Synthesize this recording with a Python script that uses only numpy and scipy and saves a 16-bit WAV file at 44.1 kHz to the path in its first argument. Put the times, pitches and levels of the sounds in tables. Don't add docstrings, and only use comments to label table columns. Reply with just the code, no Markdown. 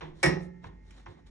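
import sys
import numpy as np
from scipy import signal
from scipy.fft import irfft
from scipy.io import wavfile

SR = 44100
rng = np.random.default_rng(int(sys.argv[2]) if len(sys.argv) > 2 else 0)


def dump_mix(stems):
    frames = np.atleast_2d(stems).T
    limited = np.clip(frames, -1, 1)
    pcm = np.round(limited * 32767).astype(np.int16)
    wavfile.write(sys.argv[1], SR, pcm)


N = 57330
TIME, FREQS = np.arange(N) / SR, np.fft.rfftfreq(N, 1 / SR)

# (time [s], relative level [dB], bending wave peak [dB])
CLAMP_HITS = [(0.2293, -1, -25.5), (0.258, -8, -21.5)]
# (frequency [Hz], EQ [dB])
CRACK_EQ = [(300, -20), (650, -8), (950, -2), (1400, -6), (1750, 0), (2450, -2), (3300, -15), (6000, -18),
            (10000, -22)]
# (frequency [Hz], EQ [dB])
CLACK_EQ = [(60, -14.5), (120, -7), (240, -0.5), (420, -4), (680, -5), (1000, -8.5), (1420, -16),
            (1700, -8.5), (2300, -8), (2700, -17), (3200, -21), (4100, -17.5), (4600, -24.5), (5300, -12),
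            (6500, -27.5), (8000, -19), (10000, -16.5), (11000, -52)]
# (frequency [Hz], EQ [dB])
BOOM_EQ = [(45, -25), (90, 5), (135, -11.5), (220, -11), (400, -3), (800, -25.5), (1400, -20), (1950, -4),
           (2600, -29), (4000, -37), (9000, -45.5)]
# (frequency [Hz], level [dB], t60 [s], attack [s], left minus right [dB])
BODY_MODES = [(67.53, -26.5, 0.32, 0.036, 2.5), (105.9, -41, 0.82, 0.035, -0.5),
              (142.6, -13, 0.22, .05, -3), (155.65, -18, 0.48, 0.048, -4.5), (177, -26.5, 0.97, 0.03, -6),
              (324.1, -26.5, 0.44, 0.022, -7), (359.6, -24, 0.46, 0.013, -11), (378, -26, 0.58, 0.055, -8),
              (537, -28, 0.44, 0.0027, -2.5), (847, -35, 0.5, 0.0027, -8), (1264, -37, 0.4, 0.0018, -4),
              (1750, -27.5, 0.24, 0.011, -2), (1818, -31.5, 0.44, 0.043, 0), (1904, -19, 0.29, 0.019, 0.5),
              (2183, -26, 0.21, 0.011, -1)]
# (frequency [Hz], level [dB], t60 [s])
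STEEL_MODES = [(716, -40, 0.25), (1044, -40.5, 0.41), (1603, -33, 0.22), (1930, -41, .22),
               (2262, -20, 0.11), (2486, -42, 0.4), (2740, -42.5, 0.38), (5108, -39.5, .17),
               (5140, -50, .19), (5432, -34.5, 0.16), (5582, -44.5, .2), (5840, -41.5, 0.33)]
# (frequency [Hz], level [dB], t60 [s])
TAIL_MODES = [(865, -65.5, 5.8), (1340, -56.5, 0.83), (1726, -51.5, 0.77), (1760, -64, 1.2),
              (1854, -69, 8.1), (2110, -67, 3.8)]
CRACK_DB, CLACK_DB = -18, -20.5

def clamp():
    start, out = CLAMP_HITS[0][0], 0
    for time, db, boom_db in CLAMP_HITS:
        out += undb(db + CRACK_DB) * contact(time, CRACK_EQ, t60=.06)
        out += undb(db + CLACK_DB) * wash(time, CLACK_EQ)
        out += undb(boom_db) * bending_wave(time, BOOM_EQ)
    out += sum(mode(start, *row) for row in BODY_MODES)
    return out + sum(mode(start, *row, attack=.0044) for row in STEEL_MODES + TAIL_MODES)


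# (time [s], contact [dB], room [dB], tilt [dB/octave], frame thud [dB],
# bending wave peak [dB], thump [dB])
KNOCK_HITS = [(.008, -35.5, -38.5, -1, -40, -43, -50), (.640, -45, -45, -2.5, -53, -42.5, -37),
              (1.0596, -49, -49.5, -1.5, -52, -42.5, -37)]
# (frequency [Hz], EQ [dB])
KNOCK_EQ = [(100, -1.5), (350, 4.5), (600, -2.5), (950, 3), (1300, -6.5), (1800, -2.5), (2600, -8),
            (3700, -9.5), (4700, -21), (6000, -22), (10000, -56)]
# (frequency [Hz], EQ [dB])
BEND_EQ = [(45, -4), (100, 3.5), (220, 0), (450, -14), (850, 11.5), (1300, 7.5), (1900, 3), (2900, -5),
           (3800, -21.5), (6000, -16.5), (9000, -75)]
# (frequency [Hz], relative level [dB], t60 [s], attack [s])
THUD_MODES = [(157, 4.5, 0.55, 0.037), (354.3, -3.5, 0.61, 0.024)]
# (frequency [Hz], level [dB], t60 [s])
HANDLE_MODES = [(921.7, -54, 0.29), (1055, -53.5, 0.29), (2100, -61, 0.19), (3360, -74, 0.33)]

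def handle_knocks():
    out = 0
    for time, contact_db, room_db, tilt_db, thud_db, bend_db, thump_db in KNOCK_HITS:
        out += undb(contact_db) * contact(time, KNOCK_EQ, t60=.014, tilt_db=tilt_db)
        out += undb(room_db) * wash(time, KNOCK_EQ, tilt_db)
        out += undb(bend_db) * bending_wave(time, BEND_EQ)
        out += mode(time + .021, hz=97, db=thump_db, t60=.12, attack=.005)
        out += sum(mode(time, hz, thud_db + db, t60, attack) for hz, db, t60, attack in THUD_MODES)
        out += sum(mode(time, *row, attack=.0035) for row in HANDLE_MODES)
    return out


# (time [s], level [dB], tilt [dB/octave])
TICK_HITS = [(0.883, -64, -17), (0.907, -52, -1), (.997, -59, -4.5), (1.265, -64, 1.5)]
# (frequency [Hz], EQ [dB])
TICK_EQ = [(500, -23), (1100, -16.5), (1800, 0.5), (3000, 0.5), (4000, -13.5), (4800, -8), (5600, -5.5),
           (10000, -13)]
TICK_ROOM_DB = -12

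def metal_ticks():
    out = 0
    for time, db, tilt_db in TICK_HITS:
        out += undb(db) * contact(time, TICK_EQ, t60=.044, tilt_db=tilt_db)
        out += undb(db + TICK_ROOM_DB) * wash(time, TICK_EQ, tilt_db)
    return out


# (centre time [s], half width [s], level [dB], tilt [dB/octave])
RUB_SWELLS = [(0.035, 0.041, -66.5, 2), (.15, 0.047, -50, -8), (0.215, 0.041, -62.5, 2),
              (0.434, 0.026, -60.5, 10.5), (0.66, 0.019, -55.5, -1.5), (0.884, 0.028, -69.5, 2.5),
              (0.969, 0.055, -63, 1), (1.001, 0.0068, -62.5, -0.5), (1.107, 0.038, -61.5, -1),
              (1.19, 0.018, -59.5, -3.5), (1.281, 0.013, -64, 1)]
# (frequency [Hz], EQ [dB])
RUB_EQ = [(60, -20.5), (300, 10), (600, 12), (1000, 7.5), (2000, 2), (2700, -6.5), (3800, 4), (4700, -5.5),
          (6000, -7), (8500, -12), (11000, -18.5)]
RUB_FLICKER_DB = 2

def rubs():
    out = 0
    for centre, half_width, db, tilt_db in RUB_SWELLS:
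        swell = np.exp(-((TIME - centre) / half_width) ** 2 / 2)
        out += undb(db) * irfft(noise_spectrum(RUB_EQ, tilt_db), N) * swell
    return out * undb(RUB_FLICKER_DB * wander(step_s=.006))


def contact(start, eq, t60, tilt_db=0):
    return irfft(noise_spectrum(eq, tilt_db), N) * envelope(start, t60, attack=.0008)


def mode(start, hz, db, t60, attack, pan_db=None):
    if pan_db is None:
        pan_db = lookup(STEREO_PAN, hz)
    ring = np.exp(2j * np.pi * (hz * TIME + rng.random())) * envelope(start, t60, attack)
    reflections = np.array([wander(step_s=.012) + 1j * wander(step_s=.012) for _ in range(2)])
    scatter = .5 * hz / (hz + 400)
    return undb(db) * pan(pan_db) * (ring * (stereo_phase(hz) + scatter * reflections)).imag


TRAVEL_AT_1KHZ_S, ON_TIME_HZ = .0095, 8016
BED_ECHO_GAIN, LATEST_ECHO_S = .54, .011

def bending_wave(start, eq):
    dispersion = 2 * np.sqrt(1000 * FREQS) - FREQS * np.sqrt(1000 / ON_TIME_HZ)
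    lag_cycles = FREQS * start + TRAVEL_AT_1KHZ_S * dispersion
    echo_delays = LATEST_ECHO_S * rng.random(size=3)
    echoes = np.exp(-2j * np.pi * np.outer(echo_delays, FREQS)).sum(axis=0)
    wave = undb(lookup(eq, FREQS)) * np.exp(2j * np.pi * (rng.random() - lag_cycles))
    highs = FREQS / (FREQS + 400)
    echoed = wave * (1 + BED_ECHO_GAIN * highs * echoes)
    return irfft(echoed * stereo_image(FREQS), N) / abs(irfft(wave, N)).max()


# (frequency [Hz], t60 [s], attack [s])
WASH_TIMES = [(59.3, 0.36, 0.087), (155, 0.3, 0.082), (417, 0.5, 0.0076), (845, 0.37, 0.0013),
              (2000, 0.32, 0.003), (5200, 0.31, 0.00078), (10200, 0.11, .0005)]

def wash(start, eq, tilt_db=0):
    spectrum, out = noise_spectrum(eq, tilt_db), 0
    octave = np.log2(np.maximum(FREQS, 1))
    for hz in 32 * 2 ** np.arange(0, 9, .5):
        band = np.maximum(1 - 2 * abs(octave - np.log2(hz)), 0)
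        t60, attack = lookup(WASH_TIMES, hz), lookup(WASH_TIMES, hz, column=2)
        out += irfft(spectrum * band, N) * envelope(start, t60, attack)
    return out


# (time [s], level [dB])
HUM_FADER = [(0, -49.5), (.1, -57), (.2, -58), (.4, -50.5), (.58, -65.5), (.72, -48.5), (.9, -50.5),
             (1.08, -50), (1.18, -71), (1.3, -47.5)]
# (frequency [Hz], EQ [dB])
RUMBLE_EQ = [(25, -23.5), (48, -4), (68, 5.5), (100, -4.5), (170, -4.5), (350, -13.5), (600, -25),
             (1200, -35), (2000, -27), (3000, -39.5), (6000, -42), (10000, -56)]
HUM_HZ, RUMBLE_DB = 48.6, -57

def room_tone():
    hum_db = np.interp(TIME, *np.array(HUM_FADER).T)
    hum = undb(hum_db) * np.sin(2 * np.pi * (HUM_HZ * TIME + rng.random()))
    return hum + undb(RUMBLE_DB) * irfft(noise_spectrum(RUMBLE_EQ), N)


# (frequency [Hz], coherence [0-1])
STEREO_COHERENCE = [(100, 0.99), (300, 0.73), (600, 0.77), (1200, 0.92), (3000, 0.37), (9000, 0.63)]

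def noise_spectrum(eq, tilt_db=0):
    common, left, right = np.exp(2j * np.pi * rng.random((3, len(FREQS))))
    coherence = lookup(STEREO_COHERENCE, FREQS)
    pair = np.sqrt(coherence) * common + np.sqrt(1 - coherence) * np.array([left, right])
    gain = undb(lookup(eq, FREQS) + tilt_db * np.log2(np.maximum(FREQS, 1) / 1000))
    return pair * stereo_image(FREQS) * gain / irfft(common * gain, N).std()


# (frequency [Hz], left minus right [dB])
STEREO_PAN = [(60, 0), (150, -3.5), (340, -9.5), (610, 0.5), (1090, -1), (2000, -1.5), (6200, 0)]

def stereo_image(hz):
    return pan(lookup(STEREO_PAN, hz)) * stereo_phase(hz)


# (frequency [Hz], left lead [rad])
STEREO_LEAD = [(60, -0.5), (150, -0.6), (350, 1.35), (650, 2.05), (1200, 1.28), (2000, 0.5), (3600, 2.18),
               (4200, 4.37), (5100, 1.23), (6200, -0.2), (8000, 2), (10000, 3)]

def stereo_phase(hz):
    return np.exp(.5j * np.array([[1], [-1]]) * lookup(STEREO_LEAD, hz))


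def pan(db):
    return undb(np.array([[1], [-1]]) * db / 2)


def envelope(start, t60, attack):
    age = np.maximum(TIME - start, 0)
    rise = 1 - np.exp(-(age / attack) ** 2)
    return rise * np.exp(-np.log(1000) * age / t60)


def wander(step_s):
    return np.interp(TIME / step_s, np.arange(1000), rng.standard_normal(1000))


def lookup(table, hz, column=1):
    rows = np.array(table, float)
    return np.interp(np.log(np.maximum(hz, 1)), np.log(rows[:, 0]), rows[:, column])


def undb(db):
    return 10 ** (np.asarray(db) / 20)


def scene():
    return clamp() + handle_knocks() + metal_ticks() + rubs() + room_tone()


TOP_HZ = 10600

def record(dry):
    return signal.sosfilt(signal.ellip(8, .2, 70, TOP_HZ, fs=SR, output="sos"), dry)


dry = scene()
out = record(dry)
dump_mix(out)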